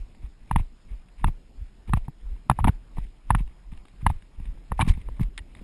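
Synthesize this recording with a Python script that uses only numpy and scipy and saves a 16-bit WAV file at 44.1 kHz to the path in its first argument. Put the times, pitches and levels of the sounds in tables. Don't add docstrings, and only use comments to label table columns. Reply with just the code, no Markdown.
import sys
import numpy as np
from scipy import signal
from scipy.fft import rfft, irfft, next_fast_len
from scipy.io import wavfile
from scipy.ndimage import uniform_filter1d

SR = 44100
rng = np.random.default_rng(int(sys.argv[2]) if len(sys.argv) > 2 else 0)


def transcribe(u):
    v = np.clip(np.atleast_2d(u).T, -1, 1)
    q = np.round(v * 32767).astype(np.int16)
    wavfile.write(sys.argv[1], SR, q)


def ratio(d):
    e = np.asarray(d, float) / 20
    return 10 ** e


N = 248283

# (pitch [Hz], level [dB])
WHINE_TONES = [
    (5040, -86),
    (5088, -86),
    (4992, -96),
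    (5184, -100),
]
# (frequency [Hz], level [dB per Hz])
WIND_SPECTRUM = [(35, -19.5), (56, 1), (90, -16), (231, -19), (520, -30.5), (874, -32.5), (1360, -37.5),
                 (2330, -37), (4760, -43.5), (5140, -41), (6000, -41), (7800, -87), (13200, -120)]
# (time [s], level [dB])
GUSTS = [(0.0, 3), (0.3, -1), (0.9, -1.5), (1.8, -1), (2.35, -1.5), (2.5, 2), (3.04, 1), (3.4, -5),
         (3.75, 0), (4.3, 1.5), (4.75, 1.5), (5.05, 1), (5.35, -1.5), (5.63, 8)]
# (time [s], level [dB], hold [s])
FOOTFALLS = [(0.0, -33, 0.01), (0.242, -30.5, 0.005), (0.294, -37.5, .015), (0.128, -46, 0.013),
             (0.405, -42.5, 0.0057), (0.717, -42, 0.0063), (0.87, -41, 0.0078), (3.868, -51.5, .01),
             (0.547, -21, 0.047), (0.92, -28, .005), (0.963, -34.5, .025), (1.25, -20.5, 0.031),
             (1.604, -31.5, .01), (1.925, -22.5, 0.059), (2.267, -29, 0.067), (2.633, -16.5, 0.037),
             (2.985, -27.5, 0.04), (3.329, -21, 0.03), (3.42, -23.5, 0.013), (3.696, -33.5, 0.071),
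             (3.773, -34.5, .01), (4.049, -23, 0.05), (4.124, -26.5, .015), (4.398, -34, .02),
             (4.482, -28.5, .02), (4.598, -38.5, 0.017), (4.742, -25, .01), (4.891, -20.5, 0.033),
             (5.083, -27.5, 0.036), (5.23, -22.5, 0.012), (5.377, -36.5, 0.024), (5.514, -43, 0.0097),
             (5.62, -37, .01)]
# (time [s], peak [dB], pitch [Hz])
LURCHES = [(0.244, -33, 67.4), (0.538, -19.5, 67.5), (0.57, -10.5, 71), (0.923, -35, 63.6),
           (1.222, -38, 64), (1.276, -14, 70), (1.622, -23.5, 59), (1.899, -19.5, 74), (1.948, -12, 68.3),
           (2.309, -42, 60), (2.51, -14, 70.6), (2.609, -16.5, 73.4), (2.656, -25, 76), (2.696, -11.5, 69),
           (2.989, -46, 66), (3.308, -29.5, 78.2), (3.363, -23.5, 74.4), (3.416, -30.5, 67.7),
           (3.749, -34.5, 64.4), (4.074, -15, 69.6), (4.387, -30, 62.3), (4.429, -33.5, 57.4),
           (4.502, -30.5, 67), (4.727, -28.5, 65.5), (4.81, -13, 74.5), (4.904, -6, 70.4),
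           (4.972, -24.5, 70), (5.123, -46.5, 67), (5.218, -15, 69.4), (5.41, -31.5, 60.3)]
# (time [s], peak [dB], pitch [Hz])
JOLTS = [(0.234, -37.5, 99), (0.599, -24.5, 137), (0.608, -28, 102), (0.922, -38, 113), (1.216, -40.5, 170),
         (1.262, -23, 149), (1.294, -23, 103), (1.617, -37, 99), (1.984, -48, 107), (2.095, -33.5, 144),
         (2.526, -23.5, 117.4), (2.543, -35, 95), (2.633, -16, 80), (2.652, -10.5, 156),
         (3.336, -25.5, 109), (3.372, -27, 113), (3.408, -21.5, 128.7), (3.726, -31.5, 140),
         (4.031, -24, 110), (4.051, -23.5, 98), (4.114, -20.5, 107), (4.402, -31.5, 157.7),
         (4.713, -28.5, 118), (4.829, -11.5, 114), (4.877, -14, 160), (4.906, -40, 91), (4.948, -32, 100),
         (4.978, -28, 144), (5.211, -11.5, 134), (5.243, -31, 107)]
# (time [s], peak [dB], pitch [Hz])
LOW_THUMPS = [(0.604, -22, 85), (0.925, -41, 91), (1.283, -31, 190), (1.885, -36, 190), (1.893, -39.5, 400),
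              (1.963, -55, 420), (1.979, -24.5, 84.4), (2.512, -42, 400), (2.653, -12.5, 86),
              (2.693, -25.5, 370), (2.98, -44, 423), (3.01, -50, 169), (3.053, -45.5, 190), (3.31, -19, 95),
              (3.332, -30, 170), (3.411, -36, 84), (3.46, -55, 100), (4.11, -16.5, 86), (4.159, -36, 80),
              (4.46, -42, 177.6), (4.856, -25, 161), (4.897, -40, 400), (4.908, -24, 176), (4.929, -38, 170),
              (4.976, -47, 420), (5.01, -37, 85), (5.076, -42, 85), (5.098, -37, 85.5), (5.196, -47, 378),
              (5.26, -51, 190), (5.285, -43.5, 190), (5.614, -45.5, 420)]
# (time [s], peak [dB], pitch [Hz])
BUMPS = [(1.246, -33.5, 290), (2.083, -41, 228), (2.677, -14.5, 228), (4.491, -41, 127), (4.575, -59, 300),
         (4.721, -27.5, 480), (4.804, -20, 201), (5.09, -38, 486), (5.093, -49, 208), (5.2, -41, 327),
         (5.08, -39.5, 120), (5.617, -37.5, 211)]
# (time [s], level [dB], length [s], cavity re walls [dB])
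RUBS = [(0.467, -64, 0.11, -1), (0.576, -50.5, 0.046, 1.5), (0.875, -65, 0.1, -1),
        (1.175, -59, 0.068, -2.5), (1.265, -49, 0.034, 4), (1.871, -55.5, 0.04, 3.5),
        (1.956, -51.5, 0.041, 1.5), (2.287, -71, 0.15, -10), (2.592, -50.5, 0.025, 9),
        (2.645, -52, 0.014, 17), (2.669, -35, 0.026, 8), (2.96, -56, 0.047, -1), (3.025, -59.5, 0.035, -15),
        (3.27, -63.5, 0.091, 3), (3.34, -58, 0.038, 1), (3.377, -51, 0.047, 2), (3.453, -70.5, 0.12, 3.5),
        (3.707, -64, 0.053, 2), (4.0, -59.5, 0.035, -0.5), (4.088, -50.5, 0.03, 1.5), (4.115, -76, 0.08, 3),
        (4.372, -65.5, 0.14, 0), (0.21, -64.5, 0.079, 1), (1.006, -73, 0.05, -9), (2.041, -62, 0.023, 1),
        (5.153, -67.5, 0.045, 6), (5.242, -64.5, 0.024, 6), (5.559, -59.5, 0.047, -3)]
# (time [s], level [dB], length [s], cavity re walls [dB], fizz re walls [dB])
DRAGS = [(0.517, -53, 0.014, -4, -16), (2.558, -64, 0.043, 2, -16), (2.662, -54.5, 0.0123, -5, -14),
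         (4.775, -53.5, 0.032, -6, -7), (4.797, -30.5, 0.029, 5, -12), (4.828, -52.5, 0.066, 5.5, -6),
         (4.874, -41, 0.034, -1.5, -1), (4.9, -48, 0.027, -1, -2), (4.93, -57, 0.034, -5, -22),
         (4.97, -60.5, 0.06, -2.5, -8), (5.05, -65, 0.037, -6, -12), (5.203, -50.5, 0.039, 1, -3.5)]
# (pitch [Hz], width [Hz], level [dB])
RUB_WALL_MODES = [
    (2102, 800, 5.5),
    (3900, 890, -0.5),
    (1639, 400, -2),
]
# (pitch [Hz], width [Hz], level [dB])
BUCKLE_MODES = [
    (1922, 74, 9.5),
    (2760, 280, -6.5),
    (3470, 280, 2),
    (5240, 500, -48),
]
# (time [s], peak [dB])
CLINKS = [
    (5.378, -23),
    (5.388, -35.5),
]
# (time [s], peak [dB], cavity [Hz], sharpness [dB], jolt of the mount [dB])
KNOCKS = [(0.512, -15.5, 922, -16.5, -17.5), (0.56, -14, 908, -11.5, -9.5), (1.243, -14, 913, -9.5, -14),
          (1.895, -39.5, 834, -11, -26.5), (1.935, -13, 1065, -14, -8.5), (1.972, -29, 756, -47, -22),
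          (2.082, -35, 860, -24, -22.5), (2.498, -5, 903, -16, -9), (2.513, -16.5, 882, -19.5, -15),
          (2.589, -18.5, 877, -32, -21), (2.643, -18.5, 937, -7, -19.5), (2.673, -19.5, 855, -37, -14),
          (2.681, -14.5, 842, -17, -18.5), (2.691, -26.5, 1270, -15, -9.5), (2.983, -33.5, 916, -37, -21.5),
          (3.305, -7.5, 927, -18.5, -14.5), (3.349, -14.5, 1050, -11.5, -12), (4.065, -8, 932, -16, -12.5),
          (4.101, -23, 850, -38, -23.5), (4.719, -19.5, 990, -29, -20.5), (4.793, -14.5, 855, -35, -23.5),
          (4.801, -20, 890, -18, -25), (4.809, -19, 1000, -1, -32), (5.196, -35.5, 935, -13, -19.5)]
# (time [s], peak [dB], cavity [Hz], sharpness [dB])
TICKS = [(0.148, -59, 847, 4), (0.596, -34.5, 810, -19), (1.085, -67.5, 972, 15), (1.283, -32.5, 840, -33),
         (2.363, -54.5, 910, -8), (2.972, -38.5, 747, -28), (3.066, -65, 910, 13), (3.322, -48, 796, -3),
         (3.476, -53.5, 830, 1), (3.734, -57, 890, 6), (3.775, -59, 824, 9.5), (3.853, -50, 1127, 0.5),
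         (3.883, -63, 1025, 14.5), (3.961, -68.5, 806, 6.5), (4.222, -63.5, 987, 15), (4.399, -51, 838, -3),
         (4.454, -58, 806, 10.5), (4.575, -54.5, 860, -24), (4.815, -26.5, 834, -1), (4.938, -54, 1250, 7),
         (4.974, -49, 870, -7), (5.087, -37.5, 940, -15), (5.381, -46.5, 910, 12), (5.39, -47.5, 910, 6),
         (5.55, -51, 1200, 9)]
# (time [s], peak [dB], cavity [Hz], sharpness [dB], jolt of the mount [dB])
FURTHER_KNOCKS = [(0.526, -59, 900, 10, -50), (0.586, -49, 920, 2, -39), (2.603, -34, 900, -18, -33),
                  (2.648, -20, 860, -17, -30), (2.662, -56, 900, -3, -38), (3.403, -46, 885, -12, -48),
                  (3.726, -54, 905, -10, -47), (4.812, -27, 943, 2.5, -32), (4.824, -22, 954, -11, -27),
                  (4.866, -43, 810, 0, -45), (4.881, -43, 800, 3, -41.5), (4.908, -43, 890, -6, -40),
                  (5.229, -54, 920, 8, -38)]
# (time [s], peak [dB], pitch [Hz])
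PANELS = [(0.5135, -43, 2260), (0.5606, -20, 2020), (0.5608, -28, 2900), (1.2445, -43, 2960),
          (1.2445, -27, 1350), (1.9368, -34, 2520), (2.4988, -17.5, 1340), (2.4988, -31, 3570),
          (2.4992, -40.5, 5630), (2.4995, -29.5, 2920), (2.5145, -35.5, 1400), (2.6436, -21.5, 1250),
          (2.645, -36, 2800), (2.676, -35, 2250), (2.694, -34, 1500), (2.984, -56, 1350),
          (3.3065, -18.5, 1770), (3.35, -25.5, 1300), (4.066, -25, 1680), (4.066, -28.5, 2830),
          (4.72, -36.5, 1900), (4.811, -23, 2800), (4.818, -19, 2300), (4.889, -40, 3300),
          (4.895, -30, 3200), (1.9365, -33, 3700), (2.4985, -29.5, 2450), (4.813, -41, 4200),
          (4.885, -42, 4300), (4.904, -47, 2600), (4.913, -45.5, 3900)]
# (pitch [Hz], width [Hz], level [dB])
WALL_MODES = [
    (1707, 480, 0.5),
    (2500, 450, -2),
]
# (pitch [Hz], width [Hz], level [dB])
EDGE_MODES = [
    (2740, 190, 1),
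    (3635, 320, 1.5),
    (5000, 730, -12.5),
]
CATCHES = [1.9396, 2.4996, 2.515, 3.3528, 4.7208, 5.1964]


def evened(x):
    return x / np.sqrt(np.mean(x ** 2) + 1e-20)


def peaked(x, peak_db):
    return ratio(peak_db) * x / abs(x).max()


def add(mix, s, sound):
    part = mix[max(round(s * SR), 0):][:len(sound)]
    part += sound[:len(part)]


def resonate(x, hz, width_hz):
    r = np.exp(-np.pi * width_hz / SR)
    c = r * np.cos(2 * np.pi * hz / SR)
    return 2 * (1 - r) * signal.lfilter([1, -c], [1, -2 * c, r * r], x)


def ring(x, modes, tune=1):
    return sum((-1) ** k * ratio(db) * resonate(x, hz * tune, width_hz)
               for k, (hz, width_hz, db) in enumerate(modes))


def slow(hz):
    size = next_fast_len(N)
    f = np.fft.rfftfreq(size, 1 / SR)
    spectrum = rfft(rng.standard_normal(size)) * np.exp(-(f / hz) ** 2)
    return evened(irfft(spectrum, size)[:N])


def whine():
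    t = np.arange(N) / SR
    return sum(ratio(db + 6.5) * np.sin(2 * np.pi * hz * t) for hz, db in WHINE_TONES)


def rocking_db(rise_db_per_s=326, fall_db_per_s=223.5, still_db=-52.5):
    t = np.arange(N) / SR
    level = np.full(N, float(still_db))
    for s, db, hold_s in FOOTFALLS:
        before_s = np.maximum(s - t, 0)
        after_s = np.maximum(t - s - hold_s, 0)
        level = np.maximum(level, db - rise_db_per_s * before_s - fall_db_per_s * after_s)
    return level


def wind(level_db=-54, patchy_db=2.0, reach_hz=900, shake_from_db=-42.5):
    frames, hz = N // 256 + 5, np.fft.rfftfreq(1024, 1 / SR)
    real, imag, patches = rng.standard_normal((frames, 513, 3)).T
    patches = uniform_filter1d(patches, size=14, axis=0)
    patches = evened(uniform_filter1d(patches, size=8, axis=1))

    t = np.arange(frames) * 256 / SR
    gust = np.interp(t, *np.transpose(GUSTS))
    rocking = np.interp(t, np.arange(N) / SR, rocking_db())
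    shake = uniform_filter1d(np.maximum(rocking - shake_from_db, 0), size=20)
    roar_db = gust + 0.35 * shake
    rustle_db = 0.53 * gust + 0.28 * shake

    low = np.exp(-hz / reach_hz)[:, None]
    mid = np.exp(-((hz - 2600) / 1500) ** 2)[:, None]
    f, level = np.transpose(WIND_SPECTRUM)
    colour_db = np.interp(np.log(hz + 1), np.log(f + 1), level)[:, None]
    gain = ratio(colour_db + patchy_db * patches + roar_db * low + rustle_db * mid)
    air = signal.istft((real + 1j * imag) * gain, nperseg=1024, noverlap=768)[1][:N]
    return ratio(level_db) * evened(air)


def sway(hz=34, width_hz=14, steady=0.32):
    size = next_fast_len(N)
    f = np.fft.fftfreq(size, 1 / SR)
    band = np.exp(-.5 * ((f - hz) / width_hz) ** 2)
    rocking = np.fft.ifft(np.fft.fft(rng.standard_normal(size)) * band)[:N]
    rocking /= abs(rocking) ** steady
    return ratio(rocking_db()) * evened(resonate(rocking.real, hz, 91))


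def pushes(table, rise_turns, fall_turns, phases=(np.pi / 3, np.pi)):
    out, t = np.zeros(N), np.arange(-2600, 2600) / SR
    chance = phases[0] + (phases[1] - phases[0]) * rng.random(len(table))
    for (s, db, hz), phase in zip(table, chance):
        turns = t * hz
        swell = np.exp(-.5 * (turns / np.where(t < 0, rise_turns, fall_turns)) ** 2)
        add(out, s + t[0], ratio(db) * swell * np.cos(2 * np.pi * turns + phase))
    return out


def low_thumps():
    return pushes(LOW_THUMPS, 0.57, 0.57)


def thuds():
    knocked = [(s + 0.002, jolt_db, 123.6) for s, *_, jolt_db in KNOCKS]
    mount = pushes(knocked, 0.17, 0.48, phases=(-1.1, -.3)) + pushes(JOLTS, 0.17, 0.52)
    return mount + pushes(BUMPS, 0.24, 0.81) + ratio(-1.5) * pushes(LURCHES, 0.43, 0.39)


def rubs(slips_per_s=3000, spread_db=1.5, ragged_db=3.0):
    size = ratio(spread_db * np.minimum(rng.exponential(1, N), 3.5))
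    slips = size * (rng.random(N) < slips_per_s / SR) * rng.choice([-1, 1], N)
    slips = (evened(slips) + 0.31 * rng.standard_normal(N)) * ratio(ragged_db * slow(90))
    walls = ring(ring(slips, RUB_WALL_MODES), RUB_WALL_MODES)
    cavity = resonate(resonate(slips, 913, 450), 1200, 580)
    fizz = resonate(resonate(slips, 5000, 4400), 6500, 1900)

    skids = [(s + 0.0023, db - 50, 0.013, 19.5) for s, db, *_ in KNOCKS]
    leads = [(s - 0.0089, db - 52, 0.0089, 4.5) for s, db, *_ in KNOCKS]
    usual = [(*row, -9 - 0.17 * row[-1]) for row in RUBS + skids + leads]
    shapes = [(0.22, 0.64, 0.17)] * len(usual) + [(0.18, 0.8, 0.13)] * len(DRAGS)

    out = np.zeros(N)
    for (s, db, length_s, cavity_db, fizz_db), (rise, hold, fall) in zip(usual + DRAGS, shapes):
        t = np.arange(0, length_s + 0.013, 1 / SR)
        grip = np.minimum(t / (rise * length_s), 1)
        grip = grip * np.exp(-np.maximum(t - hold * length_s, 0) / (fall * length_s))
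        part = slice(round(s * SR), round(s * SR) + len(t))
        rub = evened(walls[part]) + ratio(cavity_db - 3.5) * evened(cavity[part])
        rub = rub + ratio(fizz_db) * evened(fizz[part])
        add(out, s, ratio(db) * rub * grip[:len(rub)])
    return out


def buckle():
    out, t = np.zeros(N), np.arange(1300) / SR
    for (s, db), noise in zip(CLINKS, rng.standard_normal((len(CLINKS), len(t)))):
        add(out, s, peaked(ring(noise * np.exp(-t / 0.0016), BUCKLE_MODES), db))
    return out


def panels():
    return pushes(PANELS, 0.7, 3.1)


def loose(s, t, die_s=0.00079):
    grips = [c - s for c in CATCHES if 0 < c - s < .005]
    return np.exp(-np.maximum(t - min(grips, default=1), 0) / die_s)


def strikes():
    return KNOCKS + [(*row, row[1] + 13) for row in TICKS]


def knocks(rows, swell=1.61, tau_s=0.00092, crest_hz=900, stiff=0.17):
    out, t = np.zeros(N), np.arange(1300) / SR
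    chatter = rng.standard_normal((len(rows), len(t)))
    tunes = rng.uniform(0.935, 1.04, len(rows))
    shove = resonate(resonate(resonate(1. * (t == 0), 260, 200), 240, 258.3), 329.3, 240)
    size = peaked((t / tau_s) ** swell * np.exp(-t / tau_s), 0)
    sagging = t + stiff * 0.0012 * (1 - np.exp(-t / 0.00057))

    for (s, db, hz, sharp_db, jolt_db), noise, tune in zip(rows, chatter, tunes):
        start_s = s - .0005
        near_hz = hz if abs(hz - crest_hz) < 60 else crest_hz
        turn = 2 * np.pi * hz * sagging + np.pi / 2
        crest = 2 * np.pi * near_hz * sagging + np.pi / 2
        cavity = size * loose(start_s, t) * (np.cos(turn) + 0.78 * np.cos(crest))
        cavity = cavity + 0.044 * evened(resonate(noise, hz, 350)) * np.exp(-t / 0.0061)

        shake = noise * (size ** 1.2 + 0.043 * np.exp(-t / 0.011))
        scratch = resonate(resonate(shake, 2000, 1100), 2110, 860)
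        walls = peaked(ring(ring(shake, WALL_MODES, tune), WALL_MODES, tune), -1.2)
        walls = walls + size ** 4.5 * np.cos(2 * crest)
        edges = peaked(ring(ring(shake, EDGE_MODES, tune), EDGE_MODES, tune), -0.65)
        edges = edges + size ** 0.57 * (.5 * np.cos(3 * crest) + 0.35 * np.cos(4 * crest))

        knock = peaked(cavity, db + 1.5) + peaked(scratch, db + sharp_db)
        knock = knock + peaked(walls, db - 3.5 + 0.4 * sharp_db) + peaked(edges, db + sharp_db - 5.5)
        add(out, start_s, knock + peaked(shove, jolt_db - 15.5))
    return out


def scene():
    ride = thuds() + knocks(strikes()) + sway() + rubs() + buckle()
    background = wind() + whine()
    extras = low_thumps() + knocks(FURTHER_KNOCKS) + panels()
    return (ride + background + extras)[None]


def low_pass(x):
    return signal.sosfilt(signal.butter(12, 12460, fs=SR, output="sos"), x)


def record(dry):
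    steep = ("kaiser", 5)
    soft = .95 * np.tanh(dry / .95)
    guard = signal.firwin(45, 5550, window=("kaiser", 4), fs=SR)
    clean = signal.oaconvolve(soft, guard[None], "same")
    sampled = signal.resample_poly(clean, 40, 147, axis=1, window=steep)
    held = np.repeat(sampled, 4, axis=1)
    steps = signal.resample_poly(held, 147, 160, axis=1, window=steep)[:, :N]
    edge = signal.firwin(255, 11960, window=("kaiser", 8), fs=SR)
    mix = signal.oaconvolve(steps, edge[None], "same")
    return low_pass(mix)


dry = scene()
out = record(dry)
transcribe(out)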